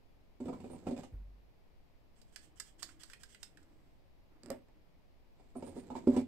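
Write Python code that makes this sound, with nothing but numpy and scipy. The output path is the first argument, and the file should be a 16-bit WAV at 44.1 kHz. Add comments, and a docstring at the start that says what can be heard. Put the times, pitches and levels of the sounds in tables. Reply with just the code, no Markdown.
"""Small plastic figures knock and scrape in a cardboard box, and each knock booms the table it stands against.
The table's frame takes a soft bump. One figure's stiff joints creak by stick-slip friction and snap over
their detents, sleeves brush the table's edge, and the figure is stood on its hard feet. Then the hand
rummages again and the box bumps down twice. All of it happens in a small room, to the right of a pair of
microphones on the table."""
import sys
import numpy as np
from scipy import signal
from scipy.fft import rfft, irfft, next_fast_len
from scipy.io import wavfile

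SR = 44100
rng = np.random.default_rng(int(sys.argv[2]) if len(sys.argv) > 2 else 0)


def generate_wav(sig):
    """Save sig (samples, or channels by samples) to the path in sys.argv[1] as 16-bit PCM at SR."""
    pcm = np.round(np.clip(np.atleast_2d(sig).T, -1, 1) * 32767).astype(np.int16)
    wavfile.write(sys.argv[1], SR, pcm)


N = 276507
T = np.arange(SR // 2) / SR  # seconds since an impact


def amp(db):
    """Amplitude ratio of a level in decibels."""
    return 10 ** (np.asarray(db) / 20)


def unit(x):
    """Normalisation of a steady sound to rms 1."""
    return x / np.sqrt(np.mean(x ** 2) + 1e-20)


def unit_energy(x):
    """Normalisation of a transient to the energy of 10 ms at rms 1."""
    return x / np.sqrt(np.sum(x ** 2) / (SR / 100) + 1e-20)


def along(points, hz):
    """Interpolation of (Hz, value) points on a logarithmic frequency axis."""
    f, v = np.transpose(points)
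    return np.interp(np.log(hz + 1), np.log(f + 1), v)


def filtered(x, response):
    """Linear filtering: the spectrum of x is multiplied by a frequency response."""
    n = x.shape[-1]
    m = next_fast_len(n + 4096)
    return irfft(rfft(x, m) * response(np.fft.rfftfreq(m, 1 / SR)), m)[..., :n]


def coloured(x, spectrum):
    """Spectral shaping by a curve of (Hz, dB) points."""
    return filtered(x, lambda hz: amp(along(spectrum, hz)))


def resonance(x, hz, q):
    """A damped oscillator driven by x passes a band of width hz / q."""
    return filtered(x, lambda f: 1j * f * hz / q / (hz * hz - f * f + 1j * f * hz / q))


def burst(spectrum, t60):
    """Exponential decay of coloured noise, by 60 dB in t60 seconds."""
    return unit_energy(coloured(rng.standard_normal(len(T)), spectrum) * amp(-60 * T / t60))


def ring(modes, detune):
    """Free vibration: a sum of damped modes whose strength, sign and pitch vary from blow to blow."""
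    hz, db, t60 = np.transpose(modes)[:, :, None]
    strength, shift, side = rng.standard_normal((3, len(modes), 1))
    envelopes = np.sign(side) * amp(db + 2 * strength - 60 * T / t60)
    return unit_energy((envelopes * np.sin(2 * np.pi * hz * (1 + detune * shift) * T)).sum(0))


def friction(spectrum, slips_per_s, smooth):
    """Stick-slip friction: random impulses of uneven size on a smooth rubbing noise, at rms 1."""
    slips = (rng.random(N) < slips_per_s / SR) * rng.standard_normal(N)
    return unit(coloured(unit(slips) + smooth * rng.standard_normal(N), spectrum))


def stroke(middle, length):
    """A raised-cosine swell of pressure, whose base spans 1.38 times its nominal length."""
    return np.cos(np.pi / 2 * np.clip((np.arange(N) / SR - middle) / (0.69 * length), -1, 1)) ** 2


def strokes(rows):
    """The summed envelope of several strokes, each at its own level."""
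    return sum(amp(db) * stroke(middle, length) for middle, length, db in rows)


def held(start, end, attack, release):
    """An envelope with a linear rise from start and an exponential decay from end."""
    t = np.arange(N) / SR
    return np.clip((t - start) / attack, 0, 1) * np.exp(-np.maximum(t - end, 0) / release)


def add(track, start, x):
    """Superposition of x on the track, from start in seconds."""
    part = track[:, max(round(start * SR), 0):][:, :x.shape[-1]]
    part += x[..., :part.shape[1]]


# Shadow on the direct path to the left microphone. Each row: frequency in Hz, gain in dB.
DIRECT_SHADOW = [(300, -1.5), (1200, -2.5), (3000, -8), (8000, -12), (14000, 4)]
LEFT_LAG_S = 0.000083
def direct(x):
    """Path difference and acoustic shadow: sound from the right arrives later and coloured on the left."""
    left = filtered(x, lambda hz: amp(along(DIRECT_SHADOW, hz)) * np.exp(-2j * np.pi * hz * LEFT_LAG_S))
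    return np.array([left, x])


# Reverberation of the room. Each row: frequency in Hz, 60 dB decay time in seconds.
ROOM_DECAY = [(150, 0.49), (800, 0.13), (2500, 0.22), (6000, 0.17), (14000, 0.22)]
def in_room(x, wet_db):
    """Reverberation: each microphone receives the direct sound and its own diffuse tail."""
    hz, t, noise = signal.stft(rng.standard_normal((2, SR // 3)), SR, nperseg=256)
    decay = amp(-60 * t / along(ROOM_DECAY, hz)[:, None])
    tail = signal.istft(noise * decay * (1 - np.exp(-t / 0.0006)), SR, nperseg=256)[1]
    diffuse = signal.fftconvolve(x[None], tail / np.linalg.norm(tail[0]), axes=1)[:, :len(x)]
    return direct(x) + amp(wet_db) * diffuse


# Spectrum of the room's air. Each row: frequency in Hz, relative density in dB.
AIR_SPECTRUM = [(20, 0), (60, -8), (110, -13.5), (300, -19.5), (700, -24.5), (1000, -29), (1400, -35.5),
                (2300, -33.5), (3400, -39), (4900, -40), (6200, -47.5), (9700, -55), (12000, -48.5),
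                (15500, -55)]
# Likeness of its two channels. Each row: frequency in Hz, coherence from 0 to 1.
AIR_COHERENCE = [(60, 0.012), (180, 0.13), (550, 0.17), (1650, 0.023), (4970, 0.026), (15000, 0.99)]
# Its balance. Each row: frequency in Hz, left minus right level in dB.
AIR_BALANCE = [(60, 0), (180, -0.5), (550, 4.0), (1650, 2.0), (4970, -1), (15000, 0.5)]
def room_tone():
    """Partial coherence: the steady air is one noise common to both sides and one in opposite phase."""
    def mid_side_gains(hz):
        angle = np.arccos(np.clip(along(AIR_COHERENCE, hz), 0, 1)) / 2
        return amp(along(AIR_SPECTRUM, hz)) * [np.cos(angle), np.sin(angle)]
    mid, side = filtered(rng.standard_normal((2, N)), mid_side_gains)
    pair = np.array([mid + side, mid - side])
    return amp(-62) * unit(filtered(pair, lambda hz: amp(np.outer([.5, -.5], along(AIR_BALANCE, hz)))))


# The tabletop's deep modes, with a close pair that beats, and its higher modes.
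# Each row: frequency in Hz, relative level in dB, 60 dB decay time in seconds.
TABLE_LOW_MODES = [(95, -10, 0.34), (186, -12, 0.019), (241.45, 11.5, 0.23), (261.7, 10.5, 0.23)]
TABLE_HIGH_MODES = [(279.4, 2, 0.083), (380.2, -0.5, 0.17), (490.6, -7.5, 0.11), (581, -8, 0.21)]
def tabletop(modes):
    """Superposed modes of alternating sign: the boom swells after each blow, falls away and swells again."""
    board = sum((-1) ** k * amp(db - 60 * T / t60) * np.sin(2 * np.pi * hz * T)
                for k, (hz, db, t60) in enumerate(modes))
    # a cushioned contact drives no treble, and the board radiates little bass
    return direct(unit_energy(resonance(board, 235, q=0.45)))


# Modes of the cardboard walls and of the figures' small limbs.
# Each row: frequency in Hz, relative level in dB, 60 dB decay time in seconds.
WALL_MODES = [(430.4, 1.5, 0.047), (528, -3.5, 0.12), (610, -11, 0.11), (730, -1.5, 0.054),
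              (755, -17, 0.13), (879, 1, 0.039), (984, -2, 0.06), (1194, -0.5, 0.017), (1317, 1.5, 0.023),
              (2276, -11.5, 0.12)]
LIMB_MODES = [(2384, -7.5, 0.069), (2885, 9, 0.0083), (3630, -11.5, 0.062), (3620, -5, 0.028),
              (4420, -14.5, 0.044), (5034, -6.5, 0.04), (6340, -21, 0.088), (8600, -4, 0.034)]
# Contact noise of cardboard and of plastic. Each row: frequency in Hz, relative density in dB.
CARD_SPECTRUM = [(120, -1), (300, 11.5), (550, 1.5), (950, -2), (1150, -14), (1800, -18.5), (3000, -56),
                 (6000, -58)]
PLASTIC_SPECTRUM = [(900, 2.5), (2200, 7.5), (3000, 4), (4800, 5), (6000, 0), (8000, 9), (8900, -7),
                    (9800, -10.5), (12000, -7.5), (15500, -37)]
# Knocks in the box. Each row: start in seconds, relative levels of table boom and cardboard in dB,
# cardboard pitch in Hz, relative level of the plastic tick in dB.
BOX_KNOCKS = [ (0.402, -35.5, -52.5, 610, -67), (0.455, -39, -49.5, 485, -64), (0.482, -38, -40, 516, -62),
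              (0.5302, -42, -49.5, 994, -65), (0.601, -49, -57, 800, -66), (0.641, -44.5, -48.5, 478, -67),
              (0.699, -51, -50.5, 558, -70), (0.731, -46, -53.5, 808, -72), (0.868, -36, -40, 654, -58),
              (0.9092, -33, -44, 543, -60), (0.964, -43, -53.5, 640, -61.5),
              (1.033, -58, -50.5, 752, -59.5), (5.396, -69, -63, 711, -77.5),
              (5.554, -38.5, -46.5, 661, -78), (5.624, -43.5, -43, 560, -63), (5.671, -48, -49.5, 589, -71),
              (5.764, -40, -47.5, 509, -71), (5.902, -40, -42.5, 896, -63.5),
              (5.952, -40.5, -37.5, 949, -60.5), (6.0711, -17, -34.5, 546, -56.5),
              (6.164, -21.5, -37.5, 723, -49)]
def box_knocks():
    """Impact excitation: a knock booms the table, rings one wall most and rattles the figures inside."""
    out = np.zeros((2, N))
    boom, board = tabletop(TABLE_LOW_MODES), tabletop(TABLE_HIGH_MODES)
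    give = 1 - np.exp(-T / 0.001)  # cardboard yields before it pushes back
    for start, boom_db, card_db, card_hz, tick_db in BOX_KNOCKS:
        board_db = boom_db - 1.5 - 10 * np.log2(card_hz / 509)  # lower knocks drive these modes harder
        wall = ring(WALL_MODES, detune=0.0323) + amp(-2.5) * burst(CARD_SPECTRUM, t60=0.11)
        card = unit_energy(resonance(wall, card_hz, q=2.3) + 0.13 * wall)
        tick = unit_energy(burst(PLASTIC_SPECTRUM, t60=.06) + amp(-1) * ring(LIMB_MODES, detune=.04))
        add(out, start, amp(boom_db + 1.5) * boom + amp(board_db) * board)
        add(out, start, in_room(give * (amp(card_db) * card + amp(tick_db + 3.5) * tick), wet_db=1.5))
    return out


# The hand rummages. Each row: start and end in seconds, relative rasp, hiss and shudder levels in dB.
HAND_RUMMAGES = [(0.401, 1.043, -57.5, -65.5, -53), (5.55, 6.21, -57, -65.5, -57)]
# A figure is dragged along a wall.
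# Each row: middle and nominal length in seconds, relative rasp, hiss and shudder levels in dB.
WALL_SCRAPES = [(0.498, 0.15, -50, -74, -47), (0.884, 0.051, -40.5, -53, -45),
                (0.993, 0.047, -45.5, -52.5, -46), (5.46, 0.26, -71, -73.5, -85),
                (5.68, 0.069, -64, -59.5, -65), (5.774, 0.077, -53, -58.5, -63),
                (5.978, .05, -54, -53, -57), (6.155, 0.14, -39, -52, -45)]
# Sliding plastic squeaks. Each row: middle and nominal length in seconds, level in dB.
PLASTIC_SQUEAKS = [(0.731, 0.07, -62), (5.576, 0.041, -60.5), (5.679, 0.074, -60), (5.791, 0.088, -65)]
GRAB_S, LET_GO_S, SLIDE_S, SQUEAK_HZ = 0.0029, 0.02, 0.021, 8850
def box_drags():
    """Sliding friction on cardboard: a coarse rasp, a fine hiss, thin squeaks and a low shudder."""
    motions = [(held(start, end, GRAB_S, LET_GO_S), levels) for start, end, *levels in HAND_RUMMAGES]
    motions += [(stroke(middle, length), levels) for middle, length, *levels in WALL_SCRAPES]
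    # each knocked figure slides to rest
    motions += [(held(start, start, GRAB_S, SLIDE_S), (card_db - 6.5, tick_db - 7, card_db - 7))
                for start, _, card_db, _, tick_db in BOX_KNOCKS]
    envelopes, levels = map(np.array, zip(*motions))
    rasp, hiss, shudder = np.sqrt(amp(levels).T ** 2 @ envelopes ** 2)  # incoherent sounds add in power
    rasp *= amp(-2) * friction(CARD_SPECTRUM, slips_per_s=560, smooth=1.0)
    hiss *= amp(-5) * friction(PLASTIC_SPECTRUM, slips_per_s=310, smooth=1.0)
    squeaks = strokes(PLASTIC_SQUEAKS) * unit(resonance(rng.standard_normal(N), SQUEAK_HZ, q=55))
    shudder_spectrum = [(45, -33), (90, 3.5), (125, -11.5), (165, -0.5), (230, -5.5), (600, -52.0)]
    shudder *= amp(-3) * friction(shudder_spectrum, slips_per_s=240, smooth=0.24)
    return in_room(rasp + hiss + squeaks, wet_db=-6.5) + direct(shudder)


# The table's lowest mode.
# One row: level in dB, frequency in Hz, 60 dB decay time before the fade in seconds.
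FRAME_MODE = (-38, 47.5, 1)
BUMP_START_S = 1.122
def frame_bump():
    """Damped oscillation: a soft bump sways the whole table, with a dull puff of contact."""
    out = np.zeros((2, N))
    db, hz, t60 = FRAME_MODE
    sway = amp(-60 * T / t60) * (1 - np.exp(-T / 0.02)) * np.sin(2 * np.pi * hz * T)
    spectrum = [(30, -11), (80, 4.0), (160, -10), (350, -18.5), (700, -31), (1500, -36.0), (4000, -50.5)]
    puff = burst(spectrum, t60=0.57) * (1 - np.exp(-T / 0.0013))
    fade = 1 - (T / T[-1]) ** 2  # the low sway fades out within half a second
    add(out, BUMP_START_S, amp(db) * fade * (sway + amp(-4.5) * puff))
    return out


# Plastic rubbing on plastic. Each row: frequency in Hz, relative density in dB.
CREAK_SPECTRUM = [(900, -13), (1700, 0), (2600, -7), (3250, 5), (3700, -9), (5200, 0), (6100, -3.5),
                  (7300, 1.5), (8100, 5), (9800, -13), (15000, -19)]
# Fingers change their grip. 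Each row: middle and nominal length in seconds, relative level in dB.
FINGER_RUBS = [(2.18, 0.052, -68), (3.3, .04, -57.5), (3.805, 0.47, -83)]
FIRST_TURN_S, LOOSENING_DB_PER_S = 2.4, 9.5
def creaks():
    """Stick-slip friction: fingers rub the figure, and a joint creaks before and after each snap."""
    pressure = strokes(FINGER_RUBS)
    for snap_s, *_, creak_db in JOINT_SNAPS:
        wind_up = stroke(snap_s - 0.023, length=0.036)
        follow_db = 1.5 - LOOSENING_DB_PER_S * (snap_s - FIRST_TURN_S)  # a worked joint loosens
        follow = amp(follow_db) * stroke(snap_s + 0.072, length=0.068)
        pressure = np.maximum(pressure, amp(creak_db) * (wind_up + follow))
    rub = friction(CREAK_SPECTRUM, slips_per_s=1700, smooth=0.84)
    return in_room(amp(-5) * pressure * rub, wet_db=1.5)


# The figure's hard shell. Each row: frequency in Hz, relative level in dB, 60 dB decay time in seconds.
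SHELL_MODES = [(4370, -4, .03), (4655, -3, .045), (4940, -2, .045), (5350, -1, .06), (6990, -5, .02),
               (7950, 2, .03)]
# A detent's crack, and the hollow of the figure between cupped hands.
# Each row: frequency in Hz, relative density in dB.
CRACK_SPECTRUM = [(300, -35), (650, -2.5), (1500, -3.5), (3000, -1.5), (5000, 11), (6200, 1.5), (8000, 11),
                  (10000, -6.5), (14000, -8.5), (16000, -29)]
HOLLOW_SPECTRUM = [(500, -23), (1100, -2), (1500, 4.5), (2300, 2.5), (3500, 6.5), (7000, -38)]
# Joints snap over their detents. Each row: start in seconds, relative levels of force and hollow in dB,
# hollow pitch in Hz, relative creak level in dB.
JOINT_SNAPS = [ (2.216, -63, -83, 2120, -77.5), (2.36, -46.5, -51.5, 1550, -62.5),
               (2.5993, -41, -51.5, 1640, -58.5), (2.824, -52.5, -55, 1070, -56),
               (2.829, -39.5, -52, 1580, -61.5), (2.89, -63, -59, 1670, -79), (3.034, -49, -60, 1260, -52),
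               (3.0994, -59, -58, 1790, -76), (3.1335, -54, -51, 2070, -72),
               (3.234, -51.5, -54, 1530, -57.5), (3.3465, -59, -55.5, 2080, -57.5),
               (3.43, -45, -58, 1680, -68), (3.5724, -65.5, -59, 1600, -79),
               (3.6288, -70.5, -75, 1310, -72)]
HARD_SNAP_DB, SHELL_DB_PER_DB, REBOUND_S = -38.5, 3.8, 0.0023
def joint_snaps():
    """Impulse response: a detent strikes its seat twice, the hollow resonates, hard snaps ring the shell."""
    out = np.zeros((2, N))
    for start, force_db, hollow_db, hollow_hz, _ in JOINT_SNAPS:
        contact = burst(CRACK_SPECTRUM, t60=.03)
        limbs = amp(-12) * ring(LIMB_MODES, detune=.03) * amp(-60 * T / .04)
        rebound = np.interp(T - REBOUND_S, T, burst(CRACK_SPECTRUM, t60=0.027), left=0)
        snap = amp(force_db + 0.47) * (unit_energy(contact + limbs) + amp(-6) * rebound)
        shell_db = HARD_SNAP_DB + SHELL_DB_PER_DB * (force_db - HARD_SNAP_DB)
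        shell = unit_energy(resonance(ring(SHELL_MODES, detune=.001), 5200, q=3))
        hollow = unit_energy(resonance(burst(HOLLOW_SPECTRUM, t60=0.034), hollow_hz, q=4.1))
        add(out, start, in_room(snap + amp(shell_db) * shell + amp(hollow_db) * hollow, wet_db=-5.5))
    return out


# Sleeves brush the table. Each row: middle and nominal length in seconds, relative level in dB.
SLEEVE_BRUSHES = [(2.49, .2, -67.5), (2.905, 0.33, -60.5), (3.674, 0.64, -65), (4.349, .1, -60.5),
                  (4.512, 0.2, -52), (4.786, 0.12, -70)]
def sleeves():
    """Friction of cloth on the table's edge gives a faint, dull rustle."""
    spectrum = [(120, -8), (230, -12.5), (310, 4), (420, -19.5), (700, -17.5), (2000, -22), (6000, -49)]
    return direct(amp(-4.5) * strokes(SLEEVE_BRUSHES) * friction(spectrum, slips_per_s=400, smooth=0.72))


# The table's surface. Each row: frequency in Hz, relative level in dB, 60 dB decay time in seconds.
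SURFACE_MODES = [(525, -29, 0.038), (554, 2.5, 0.11), (609.5, 0.5, 0.11), (785, -19, 0.061),
                 (950, -24, 0.037), (1114, -15.5, 0.067), (1810, -6.5, 0.028), (2040, -13, 0.06)]
# The clack and the tick of hard feet. Each row: frequency in Hz, relative density in dB.
CLACK_SPECTRUM = [(200, -11.5), (430, 3.5), (570, -0.5), (720, -1), (1050, -6), (1400, -13), (2000, -17),
                  (3200, -20), (6000, -49)]
TICK_SPECTRUM = [(600, 9), (1500, 6), (3500, -3), (5000, 10), (6200, -6), (8000, 10.5), (10000, -11),
                 (12000, -4), (16000, -20)]
# The feet meet the table. Each row: start in seconds, relative levels of contact and clack in dB.
FOOT_CONTACTS = [(4.434, -56, -64), (4.46, -54, -71), (4.485, -68, -55), (4.5032, -43, -36.5),
                 (4.517, -57, -49), (4.685, -79, -64)]
def set_down():
    """Hard impact: the figure touches, shifts and lands, and a stronger contact gives a brighter tick."""
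    out = np.zeros((2, N))
    boom = tabletop(TABLE_LOW_MODES) + amp(-5.5) * tabletop(TABLE_HIGH_MODES)
    for start, contact_db, clack_db in FOOT_CONTACTS:
        surface = ring(SURFACE_MODES, detune=0.003)
        clack = unit_energy(surface + amp(-2.5) * burst(CLACK_SPECTRUM, t60=0.14))
        treble_shelf = [(9000, 0), (12000, contact_db + 47)]
        tick = unit_energy(coloured(burst(TICK_SPECTRUM, t60=0.012), treble_shelf))
        add(out, start, amp(contact_db + 5) * boom)
        add(out, start, in_room(amp(clack_db) * clack, wet_db=-2))
        add(out, start, in_room(amp(contact_db) * tick, wet_db=-9))
    return out


# The left microphone hears the handling dully, with a deep notch. Each row: frequency in Hz, gain in dB.
LEFT_SHADE = [(150, -.3), (330, -.5), (600, -3), (1400, -3.5), (3000, -5.5), (5200, -10.5), (6800, -16),
              (8200, -20), (10000, -11), (14000, -9)]
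def scene():
    """Superposition: all the handling, shaded on the left, adds to room tone from every side."""
    left, right = (box_knocks() + box_drags() + joint_snaps() + creaks()
                   + sleeves() + set_down() + frame_bump())
    return np.array([coloured(left, LEFT_SHADE), right]) + room_tone()


BAND_LIMIT_HZ = 15700
def record(dry):
    """Band limiting: an ideal low-pass filter removes the highest treble."""
    return filtered(dry, lambda hz: hz < BAND_LIMIT_HZ)


dry = scene()
out = record(dry)
generate_wav(out)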